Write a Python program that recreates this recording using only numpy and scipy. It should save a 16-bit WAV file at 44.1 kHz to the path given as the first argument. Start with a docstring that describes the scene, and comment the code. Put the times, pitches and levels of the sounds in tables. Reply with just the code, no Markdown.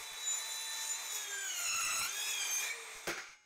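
"""A small cordless circular saw crosscuts a board in a garage, heard close up on one mono microphone.
First the geared motor whines and the fan rushes. The teeth graze, then bite; the motor sags under
the load, brief high squeals come and go, and the last fibres splinter. The blade comes free;
just after 3 s the brake stops it with a knock and a rattle, and it rings out.
The walls answer briefly throughout, and a limiter holds the peaks."""
import sys
import numpy as np
from scipy import signal
from scipy.fft import rfft, irfft, next_fast_len
from scipy.io import wavfile
from scipy.ndimage import uniform_filter1d, minimum_filter1d, map_coordinates

SR = 44100
rng = np.random.default_rng(int(sys.argv[2]) if len(sys.argv) > 2 else 0)


def store_wav(level_fs):
    """Save 16-bit WAV to argv[1]."""
    pcm = np.round(np.clip(np.atleast_2d(level_fs), -1, 1) * 32767)
    wavfile.write(sys.argv[1], SR, pcm.T.astype(np.int16))


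N = 152145

TEETH, FAN_BLADES, GEAR_RATIO = 24, 9, 5.918  # the ratio is motor turns per blade turn
LIFT_S, BRAKE_S = 2.66, 3.071
CHATTER_S, CHATTER_PER_S = 7e-6, 190  # timing jitter of the strikes, and how fast it varies
SHUDDER_PER_S, SHUDDER_SHARE = 520, 0.42  # the faster part of the chatter, and its share of the power
GARAGE_DB, ROOM_TONE_DB = -10.5, -83.5
CEILING_DB, LIMITER_S, TOP_HZ = -28.2, 0.001, 15740

# The motor sags under load (time [s], speed [turns/s])
MOTOR_SPEED = [(0, 440), (.28, 433), (.45, 442), (.9, 440), (1.0, 449), (1.15, 427), (1.3, 401),
               (1.42, 390), (1.55, 356), (1.68, 334), (1.8, 330), (1.94, 326), (2.02, 331), (2.06, 348),
               (2.09, 388), (2.16, 411), (2.23, 414), (2.3, 426), (2.42, 394), (2.52, 389), (2.6, 398),
               (2.68, 447), (2.75, 470), (2.87, 440), (3.07, 440)]
# Unevenness of the strikes (time [s], roughness [0-1])
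ROUGHNESS = [(0, .4), (1.0, .45), (1.15, .75), (1.45, .45), (1.7, .88), (2.05, .97), (2.15, .6),
             (2.35, .75), (2.55, .65), (2.7, .85)]
# The strikes stray in time as the cut deepens (time [s], stray [s])
STRIKE_STRAY = [(.9, .000003), (1.15, .000007), (1.4, .000005), (1.75, .000013), (2.05, .000014),
                (2.2, .000008), (2.6, .00001)]

# Each source over the cut (time [s], level [dB])
BITE_LEVEL = [(0, -73), (.3, -72), (.8, -61), (1.02, -66), (1.16, -55), (1.27, -66), (1.4, -60.5),
              (1.58, -54), (1.72, -44), (1.94, -44), (2.03, -39), (2.08, -61), (2.17, -48.5), (2.3, -49.5),
              (2.42, -49), (2.61, -53), (2.72, -61), (2.85, -85)]  # force of the teeth on the wood
HOWL_BOOST = [(0, 6), (.8, -7), (1.22, -6), (1.36, 10), (1.47, -3), (1.58, 1), (1.8, -1.5), (2.04, -3),
              (2.12, -2), (2.6, -3), (2.7, 16)]  # added mainly to the lowest tooth tones as the board howls
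ZING_LEVEL = [(.2, -65), (.32, -58.5), (.8, -61.5), (.92, -59), (1.02, -63), (1.1, -58), (1.17, -54),
              (1.27, -62.5), (1.45, -63.5), (1.6, -55), (1.95, -52), (2.02, -41), (2.1, -61.5),
              (2.19, -51.5), (2.3, -55.5), (2.47, -56), (2.55, -49), (2.61, -51.5), (2.72, -68),
              (2.85, -86)]  # high overtones of the tooth rate
ZING_HALFWAY_OFFSET = [(.9, -5), (1.17, -11), (1.3, -5), (2.3, -6), (2.5, -8)]  # added to the tones halfway between those overtones
SINGING_LEVEL = [(0, -63), (.6, -58), (.79, -50), (1.0, -64), (1.27, -57), (1.35, -45), (1.46, -45.5),
                 (1.57, -51), (1.68, -46), (1.8, -40.5), (1.92, -44), (2.03, -39.5), (2.1, -56), (2.2, -50),
                 (2.45, -57), (2.8, -75)]  # board singing at the tooth rate
GRAZE_LEVEL = [(.25, -74.5), (.42, -67), (.76, -62), (1.0, -80), (1.3, -92)]  # glassy overtones of grazing teeth
BLADE_HUM_LEVEL = [(0, -66.5), (.9, -62), (1.1, -66.5), (2.7, -89.5)]  # every second tooth stirring the air
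RASP_LEVEL = [(0, -54), (.2, -52), (.32, -52), (.85, -47.5), (.93, -47), (1.02, -50.5), (1.17, -44.5),
              (1.26, -51), (1.52, -52.5), (1.7, -47), (1.95, -49), (2.03, -43), (2.09, -47.5), (2.2, -48),
              (2.3, -44), (2.45, -52), (2.63, -43), (2.76, -61), (3.05, -55.5)]  # torn fibres and dust
HUM_LEVEL = [(0, -66.5), (.7, -80.5), (1.05, -71.5), (1.3, -60.5), (1.6, -80), (2.0, -72.5), (2.15, -67.5),
             (2.6, -67), (2.75, -63), (3.05, -67.5)]  # motor shaft
WHINE_LEVEL = [(0, -56.5), (.3, -49), (.8, -45.5), (1.0, -50), (1.4, -57), (2.0, -60), (2.16, -51),
               (2.3, -52), (2.5, -58), (2.67, -49), (2.8, -76)]  # fan blade tone
WHISTLE_LEVEL = [(0, -62.5), (2.6, -66), (2.85, -59), (3.05, -67)]  # high motor whistle
SCREECH_LEVEL = [(1.15, -79), (1.3, -50.5), (1.5, -46), (1.6, -65), (2.0, -56), (2.15, -75)]  # gear tone as the motor bogs down
RUSH_LEVEL = [(0, -49.5), (1.0, -49), (2.0, -52), (2.7, -45.5), (2.9, -50.5), (3.07, -54)]  # fan air
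GRIND_LEVEL = [(3.07, -33), (3.12, -43.5), (3.16, -47.5), (3.19, -48.5), (3.25, -53.5), (3.33, -57.5),
               (3.38, -73)]  # gears under braking

# Tone colours (frequency [Hz], level [dB])
TOOTH_EQ = [(1300, -1), (1750, -2.5), (2600, 2.5), (3300, 4.5), (4000, -3), (4700, -2), (5300, -2),
            (6700, 5.5), (8000, 1.5), (9400, -15.5), (15700, -26)]  # tooth harmonics
HALFWAY_EQ = [(650, -5), (890, -10), (2000, 3.5), (2700, 7), (4400, -16.5), (5300, -6), (6200, 6.5),
              (8000, -0.5), (8900, -14), (15200, -45)]  # tones between them
THUD_EQ = [(25, 2), (80, 8), (115, 2.5), (160, 0), (300, 2.5), (600, -6), (2000, -37)]  # board shaking
SPLINTER_EQ = [(40, -5), (170, -14), (400, -9), (750, -5.5), (1100, 12.5), (1600, -11), (2300, 13.5),
               (3000, 1), (4500, -16), (15000, -29)]
ZING_EQ = [(7600, -35), (8700, -3.5), (9500, -2.5), (11800, -6), (12700, -7), (14500, -5), (15500, -6)]
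RASP_EQ = [(100, -27), (400, -7.5), (1200, 1.5), (2400, -6.5), (3000, -3), (4600, 2.5), (6300, 15.5),
           (7100, 12), (7600, 6), (9000, 3), (10500, -1), (13000, 3), (16000, -12)]
THROUGH_BLADE_EQ = [(4000, -37), (5900, -22), (6600, 3), (7000, -1), (7300, -15.5), (8800, -22), (12000, 2)]  # what the blade passes of the gear tones
RUSH_EQ = [(30, -16), (120, -13.5), (220, -15), (300, -7.5), (450, 0), (1200, 8.5), (1550, 5), (2400, 12.5),
           (3000, -3), (3750, 7), (4700, -4), (6500, 3.5), (8300, -0.5), (10500, -11), (16000, -19)]
KNOCK_EQ = [(100, -38), (400, -27), (800, -7), (1400, 9), (1800, 6), (2250, 4), (3000, -9), (5600, -9),
            (8000, -23), (16000, -27)]
CRACK_EQ = [(300, -17), (2500, -2), (5500, 10), (8500, 6), (12000, -8), (16000, -21)]
THUMP_EQ = [(40, -40), (100, -15), (160, 3), (230, -1), (320, 12), (520, 5.5), (750, 6.5), (1500, -13)]
GRIND_EQ = [(200, -26), (900, -11.5), (1500, 4.5), (1850, -7), (2280, 6), (2900, -8), (5500, -6.5),
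            (6500, -3.5), (7200, -14.5), (15000, -34)]
BUMP_EQ = [(25, 12.5), (70, -10), (130, -2), (400, -20), (2000, -58)]
ROOM_TONE_EQ = [(25, 14), (100, 5), (600, 8), (3000, -22), (15000, -35)]

# How much of the howl's boost a tooth tone takes (frequency [Hz], share [0-1])
HOWL_SPREAD = [(1700, 1), (2700, 0), (4000, 0.21), (8000, 0.32), (11000, 0.24)]
# Grazing overtones (multiple of the tooth rate [ratio])
GRAZE_OVERTONES = [5.5, 6]
# Tones of the drive (order [cycles/motor turn], level [dB])
SHAFT_ORDERS = [(5, -69), (7, -68), (8, -57), (11, -71.5)]
GEAR_ORDERS = [(14, -51), (16, -54), (18, -55), (20, -47)]
# Ringing modes (frequency [Hz], level [dB], t60 [s])
CASING_MODES = [(764, -10.5, 0.12), (1359, -9, 0.21), (1936, -7, 0.16), (2440, -12, 0.13)]  # guard and shoe
BODY_MODES = [(348, -12, 0.12), (452, -7.5, 0.09), (526, -13.5, 0.12), (654, -12.5, 0.082)]  # the saw's body
BLADE_MODES = [(840, -64, 1.5), (1394, -66, 1.2), (2126, -58, 1.6), (2875, -64, 1.6), (5200, -67, 1.6),
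               (6250, -52, .55), (6610, -51, .95), (7940, -58, .75)]  # the free disc

# The last fibres give way (time [s], level [dB], half width [s])
SPLINTER_EVENTS = [(1.937, -42, 0.012), (2.016, -29, 0.0077), (2.285, -43.5, 0.011)]
# Brief high squeals during the cut (time [s], frequency [Hz], level [dB], half width [s])
SQUEAL_EVENTS = [(0.32, 7010, -36, 0.061), (0.4, 9850, -50, 0.022), (0.525, 7180, -38.5, 0.0047),
                 (0.694, 6990, -56, 0.22), (0.873, 8800, -53, 0.055), (0.919, 7000, -39, 0.051),
                 (1.111, 6920, -44.5, 0.022), (1.168, 6910, -43.5, 0.027), (2.097, 6320, -35.5, 0.0078),
                 (2.49, 7920, -50, 0.045), (2.51, 2417, -48, 0.27), (2.544, 6320, -31.5, 0.045),
                 (2.655, 2357, -47.5, 0.061), (2.713, 2280, -36, 0.013)]
# The brake's knock and rattles (time [s], knock [dB], low thump [dB], sharp crack [dB])
BRAKE_KNOCKS = [(3.0712, -43, -48, -43), (3.0745, -36, -26, -33), (3.092, -38.5, -39, -39),
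                (3.177, -44, -52, -49), (3.193, -43.5, -68, -56)]
# Dull bumps of handling (time [s], level [dB])
HANDLING_BUMPS = [(0.005, -57), (.115, -55), (1.851, -50), (2.379, -67), (2.951, -58), (3.289, -64.5)]
# Reverberation of the garage (frequency [Hz], t60 [s])
GARAGE_DECAY = [(200, 0.32), (2500, 0.38), (7000, 0.29), (15000, 0.15)]


def teeth(turns):
    """The teeth strike the wood in a stack of ragged tones; hard bites shake the board, fibres snap."""
    tooth_hz = curve(MOTOR_SPEED) * TEETH / GEAR_RATIO
    strikes = turns * TEETH / GEAR_RATIO + tooth_hz * CHATTER_S * wobble(CHATTER_PER_S)
    bite_db = curve(BITE_LEVEL) + 1.67 * wobble(29.33)
    halfway_db = np.minimum(bite_db - 6, -55.5)
    howl_db, rough = curve(HOWL_BOOST), np.clip(curve(ROUGHNESS), 0, 1)
    push, drag, flare_db = chatter(), chatter(), 2.6 * wobble(13)
    cut = np.zeros(N)
    for k in range(1, 15):
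        hz = tooth_hz * k / 2
        phase = np.pi * k * strikes + rng.uniform(0, 2 * np.pi)
        if k % 2:  # left and right teeth differ, adding tones halfway between the harmonics
            level_db = halfway_db + along(HALFWAY_EQ, hz)
        else:
            level_db = bite_db + howl_db * along(HOWL_SPREAD, hz) + along(TOOTH_EQ, hz)
        cut += amp(level_db) * (hz < TOP_HZ) * ragged_tone(phase, rough, push, drag, flare_db)
    force_db = bite_db + 0.5 * howl_db + 42
    thud = amp(-60 + 2.5 * force_db + wobble(23.9)) * noise(THUD_EQ)
    splinters = sum(amp(db) * swell(s, half) for s, db, half in SPLINTER_EVENTS) * noise(SPLINTER_EQ)
    return (cut + thud + splinters) * powered()


def zing(turns):
    """High ragged overtones of the tooth rate sizzle, loudest late in the cut as the fibres splinter."""
    tooth_hz = curve(MOTOR_SPEED) * TEETH / GEAR_RATIO
    strikes = turns * TEETH / GEAR_RATIO + tooth_hz * curve(STRIKE_STRAY) * wobble(640)
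    zing_db, halfway_db = curve(ZING_LEVEL) + 2 * wobble(170), curve(ZING_HALFWAY_OFFSET)
    push, drag, flare_db = wobble(CHATTER_PER_S), wobble(CHATTER_PER_S), 3.8 * wobble(26)
    rough, out = 0.92, np.zeros(N)
    for k in range(10, 24):
        hz = tooth_hz * k / 2
        phase = np.pi * k * strikes + rng.uniform(0, 2 * np.pi)
        level_db = zing_db + (k % 2) * halfway_db + along(ZING_EQ, hz)
        out += amp(level_db) * (hz < TOP_HZ) * ragged_tone(phase, rough, push, drag, flare_db)
    return out


def steady_tones(turns):
    """The cleaner voice of the teeth: a hum in the air, the board singing and grazing overtones."""
    order = TEETH / GEAR_RATIO
    hum = tone(turns, order / 2, curve(BLADE_HUM_LEVEL), flutter_db=1.5, jitter_rad=0.2)
    song = tone(turns, order, curve(SINGING_LEVEL), flutter_db=2.5, jitter_rad=0.4)
    graze = sum(tone(turns, k * order, curve(GRAZE_LEVEL), flutter_db=5, jitter_rad=0.6)
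                for k in GRAZE_OVERTONES)
    return (hum + song + graze) * powered()


def rasp(turns):
    """Fibres tear in spurts, pulsing with each turn of the blade."""
    pulsing = 1 + 0.067 * np.sin(2 * np.pi * turns / GEAR_RATIO)
    spurts = amp(2.2 * wobble(500) + 1.6 * wobble(22))
    return amp(curve(RASP_LEVEL)) * unit(pulsing * spurts * noise(RASP_EQ)) * powered()


def squeals():
    """Brief high squeals during the cut: blade resonances and flaring motor and tooth overtones."""
    t, out = clock(), np.zeros(N)
    for s, hz, db, half in SQUEAL_EVENTS:
        envelope = amp(db + 2.5 * wobble(90)) * swell(s, half)
        out += np.sqrt(2) * envelope * np.sin(2 * np.pi * hz * t + 0.69 * wobble(110))
    return out


def motor(turns):
    """Shaft, fan and gears whine at multiples of the speed; in the wood, gear tones cross the blade."""
    hum = tone(turns, 1, curve(HUM_LEVEL), flutter_db=3, jitter_rad=0.18)
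    whistle = tone(turns, 19, curve(WHISTLE_LEVEL), flutter_db=0, jitter_rad=0.97)
    shaft = sum(tone(turns, k, db, flutter_db=3, jitter_rad=0.73) for k, db in SHAFT_ORDERS)
    screech = tone(turns, 18, curve(SCREECH_LEVEL), flutter_db=1.5, jitter_rad=0.45)
    fan = tone(turns, FAN_BLADES, curve(WHINE_LEVEL), flutter_db=1.5, jitter_rad=0.15)
    mesh = sum(tone(turns, k, db, flutter_db=3, jitter_rad=0.6) for k, db in GEAR_ORDERS)
    in_wood = amp(curve([(0.15, -42), (0.3, 8.5), (2.62, -7.5), (2.78, -33)]))
    gears = in_wood * coloured(mesh, THROUGH_BLADE_EQ)
    lifted = amp(curve([(LIFT_S, 0), (LIFT_S + 0.095, -7.5)]))  # the motor turns from the microphone
    return (hum + whistle + screech + lifted * shaft + fan + gears) * powered()


def brake():
    """The gears slam together, rattle and grind to a halt, ringing the casing and the body."""
    out = np.zeros(N)
    for s, knock_db, thump_db, crack_db in BRAKE_KNOCKS:
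        out += amp(knock_db) * (ring(s, CASING_MODES) + dying(s, t60=0.16) * noise(KNOCK_EQ))
        out += amp(crack_db) * dying(s, t60=0.026) * noise(CRACK_EQ)
        out += amp(thump_db) * (ring(s, BODY_MODES) + amp(-3.5) * dying(s, t60=0.1) * noise(THUMP_EQ))
    grind = amp(curve(GRIND_LEVEL) + wobble(150)) * noise(GRIND_EQ)
    return out + (clock() > BRAKE_S) * grind


def blade_ring():
    """The steel disc rings on once braked."""
    return sum(amp(db) * dying(BRAKE_S, t60) * np.sin(2 * np.pi * hz * clock() + 0.5 * wobble(20))
               for hz, db, t60 in BLADE_MODES)


def fan_rush():
    """The cooling fan drives air through the housing until it spins down."""
    return amp(curve(RUSH_LEVEL) + 1.1 * wobble(14)) * noise(RUSH_EQ) * powered(fall_db_per_s=132)


def bumps():
    """Soft low knocks as the saw and the board are handled."""
    knocks = sum(amp(db) * dying(s, t60=0.14) * (1 - dying(s, t60=0.014)) for s, db in HANDLING_BUMPS)
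    return knocks * noise(BUMP_EQ)


def garage(x):
    """The walls' answer at the microphone, each frequency dying at its own speed."""
    hz, t, spectrum = signal.stft(rng.standard_normal(SR // 2), SR, nperseg=256)
    decay = np.exp(-np.log(1000) * t / along(GARAGE_DECAY, hz)[:, None])
    tail = signal.istft(spectrum * decay, SR, nperseg=256)[1]
    tail = np.pad(tail, (SR // 250, 0))  # 4 ms behind the direct sound
    return signal.fftconvolve(x, tail / np.linalg.norm(tail))[:N]


def chatter():
    """Random unevenness of the strikes, with a faster shudder in it."""
    slow, fast = wobble(CHATTER_PER_S), wobble(SHUDDER_PER_S)
    return np.sqrt(1 - SHUDDER_SHARE) * slow + np.sqrt(SHUDDER_SHARE) * fast


def ragged_tone(phase, rough, push, drag, flare_db):
    """A sine mixed with a noise band; a random time shift lets each tone chatter and flare alone."""
    shift = rng.integers(N)
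    clean = np.sqrt(2 - 2 * rough ** 2) * np.sin(phase)
    ragged = np.roll(push, shift) * np.sin(phase) + np.roll(drag, shift) * np.cos(phase)
    return amp(np.roll(flare_db, shift)) * (clean + rough * ragged)


def tone(turns, order, level_db, flutter_db, jitter_rad):
    """One slightly unsteady multiple of the shaft rate."""
    peak = np.sqrt(2) * amp(level_db + flutter_db * wobble(34.51))
    return peak * np.sin(2 * np.pi * order * turns + jitter_rad * wobble(140))


def ring(start, modes):
    """Modes struck together and left to decay."""
    age = clock() - start
    return sum(amp(db) * dying(start, t60) * np.sin(2 * np.pi * hz * age) for hz, db, t60 in modes)


def powered(fall_db_per_s=400):
    """Full gain until the brake acts, then a fade."""
    return amp(-fall_db_per_s * np.maximum(clock() - BRAKE_S, 0))


def dying(start, t60):
    """A sudden start and an exponential decay."""
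    age = clock() - start
    return (age >= 0) * np.exp(-np.log(1000) * np.abs(age) / t60)


def swell(centre, half_width):
    """A rise and fall around a moment."""
    return 1 / np.cosh(np.clip((clock() - centre) / half_width, -20, 20) * 1.67)


def wobble(rate):
    """A smooth random curve, rate knots a second."""
    return map_coordinates(rng.standard_normal(8192), [clock() * rate], mode="wrap")


def noise(colour):
    """Coloured noise of rms 1."""
    return unit(coloured(rng.standard_normal(N), colour))


def coloured(x, colour):
    """x through a (frequency [Hz], level [dB]) response."""
    size = next_fast_len(N + SR // 4)
    gain = amp(along(colour, np.fft.rfftfreq(size, 1 / SR)))
    return irfft(rfft(x, size) * gain, size)[:N]


def along(points, hz):
    """(frequency [Hz], value) points joined on a log axis."""
    frequencies, values = np.transpose(points)
    return np.interp(np.log(hz + 1), np.log(frequencies + 1), values)


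def curve(rows):
    """(time [s], value) points joined by lines."""
    return np.interp(clock(), *np.transpose(rows))


def clock():
    """Time of each sample."""
    return np.arange(N) / SR


def amp(db):
    """Decibels to gain."""
    return 10 ** (np.asarray(db) / 20)


def unit(x):
    """Scale to rms 1."""
    return x / np.sqrt(np.mean(x ** 2) + 1e-20)


def scene():
    """One shaft drives the saw, close to the microphone; the walls and faint room tone lie behind."""
    turns = np.cumsum(curve(MOTOR_SPEED) * (1 + 0.001064 * wobble(25.13))) / SR
    saw = motor(turns) + teeth(turns) + zing(turns) * powered() + steady_tones(turns) + rasp(turns)
    saw += fan_rush() + brake()
    mono = saw + squeals() + blade_ring() + bumps()
    mono += amp(GARAGE_DB) * garage(saw) + amp(ROOM_TONE_DB) * noise(ROOM_TONE_EQ)
    return np.array([mono, mono])


def record(dry):
    """After the microphone: a fast limiter, then the band limit."""
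    window = int(LIMITER_S * SR)
    needed_gain = np.minimum(1, amp(CEILING_DB) / (np.abs(dry) + 1e-9))
    limited = dry * uniform_filter1d(minimum_filter1d(needed_gain, window), window)
    size = next_fast_len(N + SR // 4)
    in_band = np.fft.rfftfreq(size, 1 / SR) < TOP_HZ
    return irfft(rfft(limited, size) * in_band, size)[:, :N]


dry = scene()
out = record(dry)
store_wav(out)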